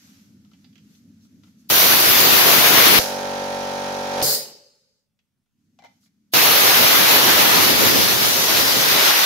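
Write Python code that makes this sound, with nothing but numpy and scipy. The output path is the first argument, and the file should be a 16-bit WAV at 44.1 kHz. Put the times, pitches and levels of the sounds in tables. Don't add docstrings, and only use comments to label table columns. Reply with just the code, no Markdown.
import sys
import numpy as np
from scipy import signal
from scipy.fft import rfft, irfft, next_fast_len
from scipy.io import wavfile
from scipy.ndimage import uniform_filter1d, map_coordinates

SR = 44100
rng = np.random.default_rng(int(sys.argv[2]) if len(sys.argv) > 2 else 0)


def magnitude_from_level(level_db):
    exponent = np.asarray(level_db, float) / 20
    return 10 ** exponent


def transcribe(u):
    v = np.clip(np.atleast_2d(u).T, -1, 1)
    q = np.round(v * 32767).astype(np.int16)
    wavfile.write(sys.argv[1], SR, q)


N = 407925

# (time [s], flow [dB], how squarely the wake hits the ports [dB])
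VALVE_PULLS = [
    [(1.7, -24, -12), (1.71, -22, -8.5), (2.28, -20, -9.5), (2.7, -18, -9.5), (2.99, -17, -10)],
    [(6.336, -20, -10.5), (6.8, -19, -10), (7.45, -19, -8.5), (7.9, -22.5, -5), (8.47, -26.5, -7),
     (8.495, -23, -8), (8.77, -24, -7), (8.95, -20.5, -10), (9.25, -20.5, -16)],
]
# (frequency [Hz], density [dB per Hz])
JET_SPECTRUM = [(15, -54), (25, -26), (48, -20), (110, -4.5), (315, 0), (361, 1), (1210, 0), (1590, -0.5),
                (4300, 0), (6280, -4.5), (8220, -15.5), (9160, -10.5), (12000, 0.5), (14500, 0),
                (15700, -4)]
# (frequency [Hz], density [dB per Hz])
RUSTLE_SPECTRUM = [(350, -35.5), (600, -10), (1110, -12), (1360, -5.5), (1860, -7.5), (3350, -7),
                   (4470, -5.5), (6290, -4), (8970, -16.5), (12600, -9.5), (15700, -24)]
# (frequency [Hz], density [dB per Hz])
SKIN_SPECTRUM = [(500, -41.5), (1100, -13), (1500, -4), (3300, 4), (6500, -3.5), (9000, -22.5),
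                 (15700, -18.5)]

PUMP_OFF_S = 4.225
MUTE_S, RETURN_S = 5.0, 5.44


def jet():
    # (left-right at start [dB], left-right at end [dB])
    drift = [
        (0, 2.5),
        (0, 1),
    ]
    usual_flow_db, usual_wake_db = -20, -9
    edge_base_db, edge_follows = -2, 0.23
    fizz_base_db, fizz_follows, fizz_loss_db_per_s = 2.8, 0.6, 1.6
    bass_hz, bass_grows = 170, 1.2

    hiss = rush(JET_SPECTRUM, patchy_db=1.12, lo_hz=550, hi_hz=3750)
    buffet = magnitude_from_level(1.3 * np.array([wobble(25), wobble(25)]))
    roar = rush(JET_SPECTRUM, patchy_db=1.25, hi_hz=530) * buffet
    edge = rush(JET_SPECTRUM, patchy_db=1.8, lo_hz=3900, hi_hz=8300)
    fizz = rush(JET_SPECTRUM, patchy_db=1.8, lo_hz=8440)
    bass = filtered(roar, lambda hz: 1 / (1 + (hz / bass_hz) ** 2))

    out = np.zeros((2, N))
    open_s = np.cumsum(sum(curves(pull)[0] for pull in VALVE_PULLS)) / SR
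    for pull, lean_db in zip(VALVE_PULLS, drift):
        gate, flow_db, wake_db = curves(pull)
        more_db = flow_db - usual_flow_db
        wake = roar + (magnitude_from_level(bass_grows * (wake_db - usual_wake_db)) - 1) * bass
        edge_db = edge_base_db + edge_follows * more_db
        fizz_db = fizz_base_db + fizz_follows * more_db - fizz_loss_db_per_s * open_s
        pan = panned(np.interp(clock(), [pull[0][0], pull[-1][0]], lean_db))
        flow = gate * magnitude_from_level(usual_flow_db + 3.5 + 0.7 * wobble(30)) * pan
        body = magnitude_from_level(more_db) * (hiss + magnitude_from_level(wake_db) * wake)
        out += flow * (body + magnitude_from_level(edge_db) * edge + magnitude_from_level(fizz_db) * fizz)

    u = np.arange(SR // 20) / SR / 0.0015
    start = round(VALVE_PULLS[0][-1][0] * SR)
    out[:, start:start + len(u)] += magnitude_from_level([[-1.5], [-9]]) * u * (1 - u / 2) * np.exp(-u)
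    return out


def leak():
    # (time [s], level [dB])
    cracks = [
        [(1.688, -58), (1.694, -30), (1.6995, -30)],
        [(6.319, -61), (6.327, -37), (6.335, -30)],
    ]
    thin = rush(JET_SPECTRUM, patchy_db=3.5, lo_hz=3500)
    return sum(gate * magnitude_from_level(db) * thin for gate, db in map(curves, cracks))


def pump():
    # (multiple of shaft rate, level [dB])
    shaft_orders = [(1, -23), (2, -20.5), (3, -16), (4, -12), (5, -6.5), (6, -11.5), (7, -25), (8, -12),
                    (9, -8), (10, -11.5), (11, -3.5), (12, 0), (13, -7.5), (14, -14.5), (15, -9.5),
                    (16, -3), (17, -1.5), (18, -9.5), (19, -3.5), (20, -10), (21, -11), (22, -22),
                    (23, -19.5), (24, -18), (25, -17), (27, -17), (28, -10), (29, -12.5), (31, -14),
                    (50, -16.5)]
    # (frequency [Hz], density [dB per Hz])
    air_spectrum = [(24, -67), (40, -29.5), (98, -29.5), (235, -22), (326, -23.5), (564, -5.5), (655, -13),
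                    (761, -11.5), (1080, -22.5), (1350, -15.5), (2650, -19.5), (6190, -18), (8150, -32),
                    (10500, -27.5), (15600, -37.5)]
    # (frequency [Hz], left-right [dB])
    side_balance = [(60, -3.5), (110, 3), (200, 6.5), (380, -10.5), (700, -3), (1290, 4.5), (2380, -3.5),
                    (4400, -10), (8120, -2.5), (15000, 7.5)]
    # (frequency [Hz], density [dB per Hz])
    clack_spectrum = [(820, -34), (1400, -9), (1500, -5), (1590, 1.5), (1990, -9.5), (2380, 0.5),
                      (2540, -9.5), (4090, -14), (4940, -19.5), (6000, -17.5), (7800, -42.5), (13200, -120)]
    on_s, shaft_hz = 2.99, 47.35
    start_air_db, start_fade_s, spin_up_db = 16, 0.08, -4
    final_rise_db, final_rise_s, air_rise_factor = 4, 0.12, 1.3

    gate = between(on_s, PUMP_OFF_S)
    turns = shaft_hz * clock()
    starting = np.exp(-np.abs(clock() - on_s) / start_fade_s)
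    rise_db = final_rise_db * np.clip(1 - (PUMP_OFF_S - clock()) / final_rise_s, 0, 1)
    tone_db = -28 + spin_up_db * starting + rise_db
    air_db = -40 + start_air_db * starting + air_rise_factor * rise_db

    tone = np.zeros((2, N))
    for (k, db), (u, v, w) in zip(shaft_orders, rng.standard_normal((len(shaft_orders), 3))):
        apart = np.array([[1], [-1]]) * np.clip(v * 0.026 * k, -1, 1)
        smear = u * np.clip(0.3 * (k - 6), 0.6, 1.5)
        gain = magnitude_from_level(db + 0.46 * wobble(14)) * panned(0.82 * w)[:, None]
        tone += gain * np.cos(2 * np.pi * k * turns + smear + apart)

    strokes = np.diff(np.floor(turns), prepend=0) * magnitude_from_level(0.8 * wobble(32))
    t = np.arange(SR // 5) / SR
    housing = rng.standard_normal((2, len(t))) * magnitude_from_level(-60 * t / 0.14)
    struck = signal.fftconvolve(strokes[None], housing, axes=1)[:, :N]
    clack = filtered(struck, lambda hz: magnitude_from_level(along(clack_spectrum, hz)))
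    breathing = 1 + 0.25 * np.cos(2 * np.pi * turns + 0.27)
    air = rush(air_spectrum, patchy_db=-0.2, alike=0.1) * breathing
    noise = magnitude_from_level(tone_db - 10.0) * unit(clack) + magnitude_from_level(air_db + 4) * air
    sided = filtered(noise, lambda hz: panned(along(side_balance, hz)))
    return gate * (magnitude_from_level(tone_db + 0.46) * unit(tone) + sided)


def unloader():
    # (frequency [Hz], density [dB per Hz])
    spit_spectrum = [(650, -45), (1100, -17), (1390, -14), (1920, -14.5), (2740, -15), (3060, -10.5),
                     (3350, -18.5), (3580, -8.5), (4990, 3.5), (5710, -8.5), (6240, -4.5), (9100, -12),
                     (11800, -9), (12600, -7.5), (15700, -11.5)]
    # (frequency [Hz], density [dB per Hz])
    rumble_spectrum = [(18, -58.5), (30, -29), (108, -17), (135, -6), (244, -13.5), (302, -10), (571, -4.5),
                       (673, -6), (832, -8), (1500, -25), (1950, -50.5), (3300, -120)]
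    # (frequency [Hz], width [Hz], level [dB])
    tank_modes = [(229, 25, -4.5), (423, 30, -2.5), (519, 14, 0.5), (573, 11, 1.5), (870, 17, -5.5)]
    spit_db, spit_s, shut_db = -25, 0.13, -3
    mute_db_per_s = 150

    after_s = np.maximum(clock() - PUMP_OFF_S - spit_s, 0)

    def fade(t60_s, glow_db, glow_t60_s):
        quick = magnitude_from_level(spit_db + shut_db * (after_s > 0) - 60 * after_s / t60_s)
        return quick + magnitude_from_level(glow_db - 60 * after_s / glow_t60_s)

    off = between(PUMP_OFF_S, RETURN_S)
    gate = off * magnitude_from_level(-mute_db_per_s * np.maximum(clock() - MUTE_S, 0))
    spit = fade(0.4, -48.5, 1.33) * rush(spit_spectrum, patchy_db=2.1, hi_hz=7800)
    fizz = fade(0.29, -73, 1.1) * rush(spit_spectrum, patchy_db=-3.0, lo_hz=8000)
    rumble = rush(rumble_spectrum, patchy_db=1.0, alike=0.73)
    shaking = rush(rumble_spectrum, patchy_db=0.5, alike=0.8)
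    ringing = unit(filtered(shaking, resonances(tank_modes)))
    coast_db = -24.5 - 60 * np.abs(clock() - PUMP_OFF_S) / 0.57
    coast = magnitude_from_level(coast_db) * (magnitude_from_level(-2) * rumble + magnitude_from_level(-0.5) * ringing)
    shell = off * magnitude_from_level(-52.5 - 60 * after_s / 1.2) * ringing
    return gate * (magnitude_from_level(2.5) * spit + magnitude_from_level(6.5) * fizz + coast) + shell


def switch():
    snap_s, snap_db, t60_s = 4.216, -21, 0.03
    t = clock() - snap_s
    decay = (t > 0) * magnitude_from_level(snap_db - 60 * np.abs(t) / t60_s)
    return decay * rush(SKIN_SPECTRUM, patchy_db=3.0, alike=0.4)


def fingers():
    # (time [s], peak [dB], pitch [Hz], body knock [dB], left-right [dB])
    touches = [(0.4484, -54, 1350, -22, -2.0), (0.515, -52, 1360, -26, 1), (0.5344, -50, 3320, -16, -2.0),
               (0.6439, -47, 4880, -18, -4.5), (0.7282, -54.5, 3350, -22, -4.5),
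               (0.7557, -45.5, 3330, -28, -8), (0.7794, -47, 3300, -27, -2.5),
               (0.9494, -54, 4210, -26, 1.5), (1.2494, -58, 1380, -23, 2.0), (1.4346, -47.5, 1370, -25, 4),
               (1.4694, -55, 1400, -14, -4), (5.19, -59.5, 3310, -23, 0.5), (5.4594, -76, 1390, -12, 0),
               (5.7887, -46.5, 2070, -1.5, 0), (5.8214, -51, 2080, 0, 1), (5.8384, -47, 2040, 3, 3.5),
               (5.8465, -45.5, 2070, 4.5, -3.5), (5.8594, -46, 2140, -13, -3),
               (6.0294, -60, 1400, -26, -2.5), (6.0594, -56, 2310, -22, -4)]
    # (frequency [Hz], width [Hz], level [dB])
    ring_modes = [(1390, 60, -8.5), (2046, 120, -1.5), (2330, 70, -3.5), (3035, 90, -4.5),
                  (4150, 250, -11.5), (5570, 700, -14)]
    skin, ticks, knocks, out = np.zeros((4, 2, N))
    t = np.arange(SR // 8) / SR
    for s, db, hz, knock_db, pan_db in touches:
        a, b = rng.standard_normal((2, len(t)))
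        scrape = panned(pan_db)[:, None] * (a + 0.7 * np.array([b, -b]))
        at = slice(round(s * SR), round(s * SR) + len(t))
        blow = magnitude_from_level(db - 60 * t / 0.079) * (1 - np.exp(-t / 0.0015)) * scrape
        ping = np.sin(2 * np.pi * hz * t) * magnitude_from_level(-60 * t / 0.012)
        out[:, at] += magnitude_from_level(-26.0) * signal.fftconvolve(blow, ping[None], axes=1)[:, :len(t)]
        skin[:, at] += magnitude_from_level(-6.5) * blow + magnitude_from_level(db - 4.5 - 60 * t / 0.012) * scrape
        ticks[:, at] += magnitude_from_level(17.5 + 0.79 * knock_db) * blow
        knocks[:, at] += magnitude_from_level(db + knock_db + 16 - 60 * t / 0.05) * scrape

    def ring(hz):
        return sum(resonances([mode])(hz) ** 2 for mode in ring_modes)

    body = resonances([(700, 150, -1), (818, 27, 6.5), (914, 40, -1.5)])
    out += filtered(skin, lambda hz: magnitude_from_level(along(SKIN_SPECTRUM, hz)))
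    return out + filtered(ticks, ring) + filtered(knocks, body)


def rubbing():
    # (time [s], length [s], level [dB])
    slides = [
        (.88, .14, -64),
        (1.195, 0.09, -66),
        (1.57, .07, -66),
        (5.997, 0.096, -65.5),
    ]
    swell = 0
    for s, length_s, db in slides:
        swell = swell + magnitude_from_level(db) * np.sin(np.pi * np.clip((clock() - s) / length_s, 0, 1))
    return swell * rush(RUSTLE_SPECTRUM, patchy_db=3, lo_hz=3500)


def shop(x):
    # (frequency [Hz], t60 [s])
    decay_times = [(200, .3), (2000, 0.29), (7000, 0.6), (14000, 0.42)]
    hz, t, z = signal.stft(rng.standard_normal((2, SR // 2)), SR, nperseg=256)
    decay = magnitude_from_level(-60 * t / along(decay_times, hz)[:, None])
    tail = signal.istft(z * decay, SR, nperseg=256)[1]
    return signal.fftconvolve(x, tail / np.linalg.norm(tail[0]), axes=1)[:, :N]


def background():
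    # (frequency [Hz], density [dB per Hz])
    hum_spectrum = [(15, -68), (25, -40), (54, -36), (96, -7.5), (134, -12), (211, 0.5), (286, -7.5),
                    (345, -22.5), (607, -36), (653, -40.5), (800, -47.5), (1040, -72.5), (1760, -120)]
    # (time [s], spread [s], level [dB])
    sleeve_moves = [
        (.05, 0.16, -58.5),
        (.62, .07, -72),
        (.92, .08, -68),
        (1.475, 0.031, -67),
        (1.66, .04, -73),
        (5.93, 0.1, -75),
    ]
    hum_db, stir_db = -55, -71
    duck_s, ducked_db, return_db_per_s, returned_db = 1.7, -37, 150, -12

    hum = rush(hum_spectrum, patchy_db=-1.5, alike=0.95)
    rustle = rush(RUSTLE_SPECTRUM, patchy_db=1.0)
    back_db = np.clip(ducked_db + return_db_per_s * (clock() - RETURN_S), ducked_db, returned_db)
    gain = between(0, duck_s) + between(MUTE_S, VALVE_PULLS[1][0][0]) * magnitude_from_level(back_db)
    swell_power = sum(magnitude_from_level(2 * db) * np.exp(-((clock() - s) / spread_s) ** 2)
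                      for s, spread_s, db in sleeve_moves)
    cloth = magnitude_from_level(1.5) * np.sqrt(swell_power + (gain * magnitude_from_level(stir_db)) ** 2) * rustle
    return gain * magnitude_from_level(hum_db + 1.5 + 1.5 * wobble(8)) * hum + cloth


def rush(spectrum, patchy_db, alike=0, lo_hz=1, hi_hz=1e6):
    z = signal.stft(rng.standard_normal((2, N)), nperseg=512)[2]
    field = uniform_filter1d(rng.standard_normal(z.shape), size=6, axis=1)
    field = uniform_filter1d(field, size=12, axis=2)
    a, b = signal.istft(z * magnitude_from_level(patchy_db * unit(field)), nperseg=512)[1][:, :N]
    turn = np.arccos(np.clip(alike, -1, 1)) / 2
    pair = np.cos(turn) * a + np.sin(turn) * np.array([b, -b])

    def response(hz):
        low_pass = 1 / (1 + (hz / hi_hz) ** 6)
        high_pass = 1 / (1 + (lo_hz / (hz + 1)) ** 6)
        return magnitude_from_level(along(spectrum, hz)) * np.sqrt(low_pass * high_pass)

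    return unit(filtered(pair, response))


def resonances(modes):
    def response(f):
        return sum((-1) ** k * magnitude_from_level(db) * 1j * f * w / (c * c - f * f + 1j * f * w)
                   for k, (c, w, db) in enumerate(modes))
    return response


def filtered(x, response):
    m = next_fast_len(N + 8192)
    return irfft(rfft(x, m) * response(np.fft.rfftfreq(m, 1 / SR)), m)[..., :N]


def along(points, hz):
    f, v = np.transpose(points)
    return np.interp(np.log(hz + 1), np.log(f + 1), v)


def curves(rows):
    s, *cols = np.transpose(rows)
    return [between(s[0], s[-1])] + [np.interp(clock(), s, c) for c in cols]


def wobble(rate_hz):
    knots = rng.standard_normal(int(N * rate_hz / SR) + 4)
    return map_coordinates(knots, [np.arange(N) * rate_hz / SR])


def between(start_s, stop_s):
    is_open = (clock() >= start_s) & (clock() <= stop_s)
    return uniform_filter1d(1. 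* is_open, size=66, mode="nearest")


def panned(db):
    return magnitude_from_level(np.array([db / 2, -db / 2]))


def unit(x):
    return x / np.sqrt(np.mean(x ** 2) + 1e-20)


def clock():
    return np.arange(N) / SR


def scene():
    # (frequency [Hz], level [dB])
    airborne = [(300, -45.5), (2000, -30), (5500, -7), (8300, -6), (12000, -9), (15700, -12)]
    blast = jet() + leak()
    touch = fingers()
    radiated = filtered(blast, lambda hz: magnitude_from_level(along(airborne, hz)))
    walls = shop(radiated + magnitude_from_level(-6) * touch)
    return blast + touch + walls + pump() + unloader() + background() + rubbing() + switch()


def top_cut(x):
    return signal.sosfilt(signal.butter(12, 16680, fs=SR, output="sos"), x)


def record(dry):
    # (frequency [Hz], density [dB per Hz])
    noise_spectrum = [(12, -28.5), (20, -1.5), (27, -22), (93, -5), (233, -4.5), (275, -14), (537, -25),
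                      (5000, -28.5), (15700, -34)]
    top_hz, slope_hz = 15750, 150

    def band_limit(hz):
        return np.cos(np.pi / 2 * np.clip((hz - top_hz) / slope_hz + 0.5, 0, 1)) ** 2

    self_noise = magnitude_from_level(-78.5) * rush(noise_spectrum, patchy_db=-2.0, alike=0.5)
    heard = filtered(dry + self_noise, band_limit)
    return top_cut(np.clip(heard, -1, 1))


dry = scene()
out = record(dry)
transcribe(out)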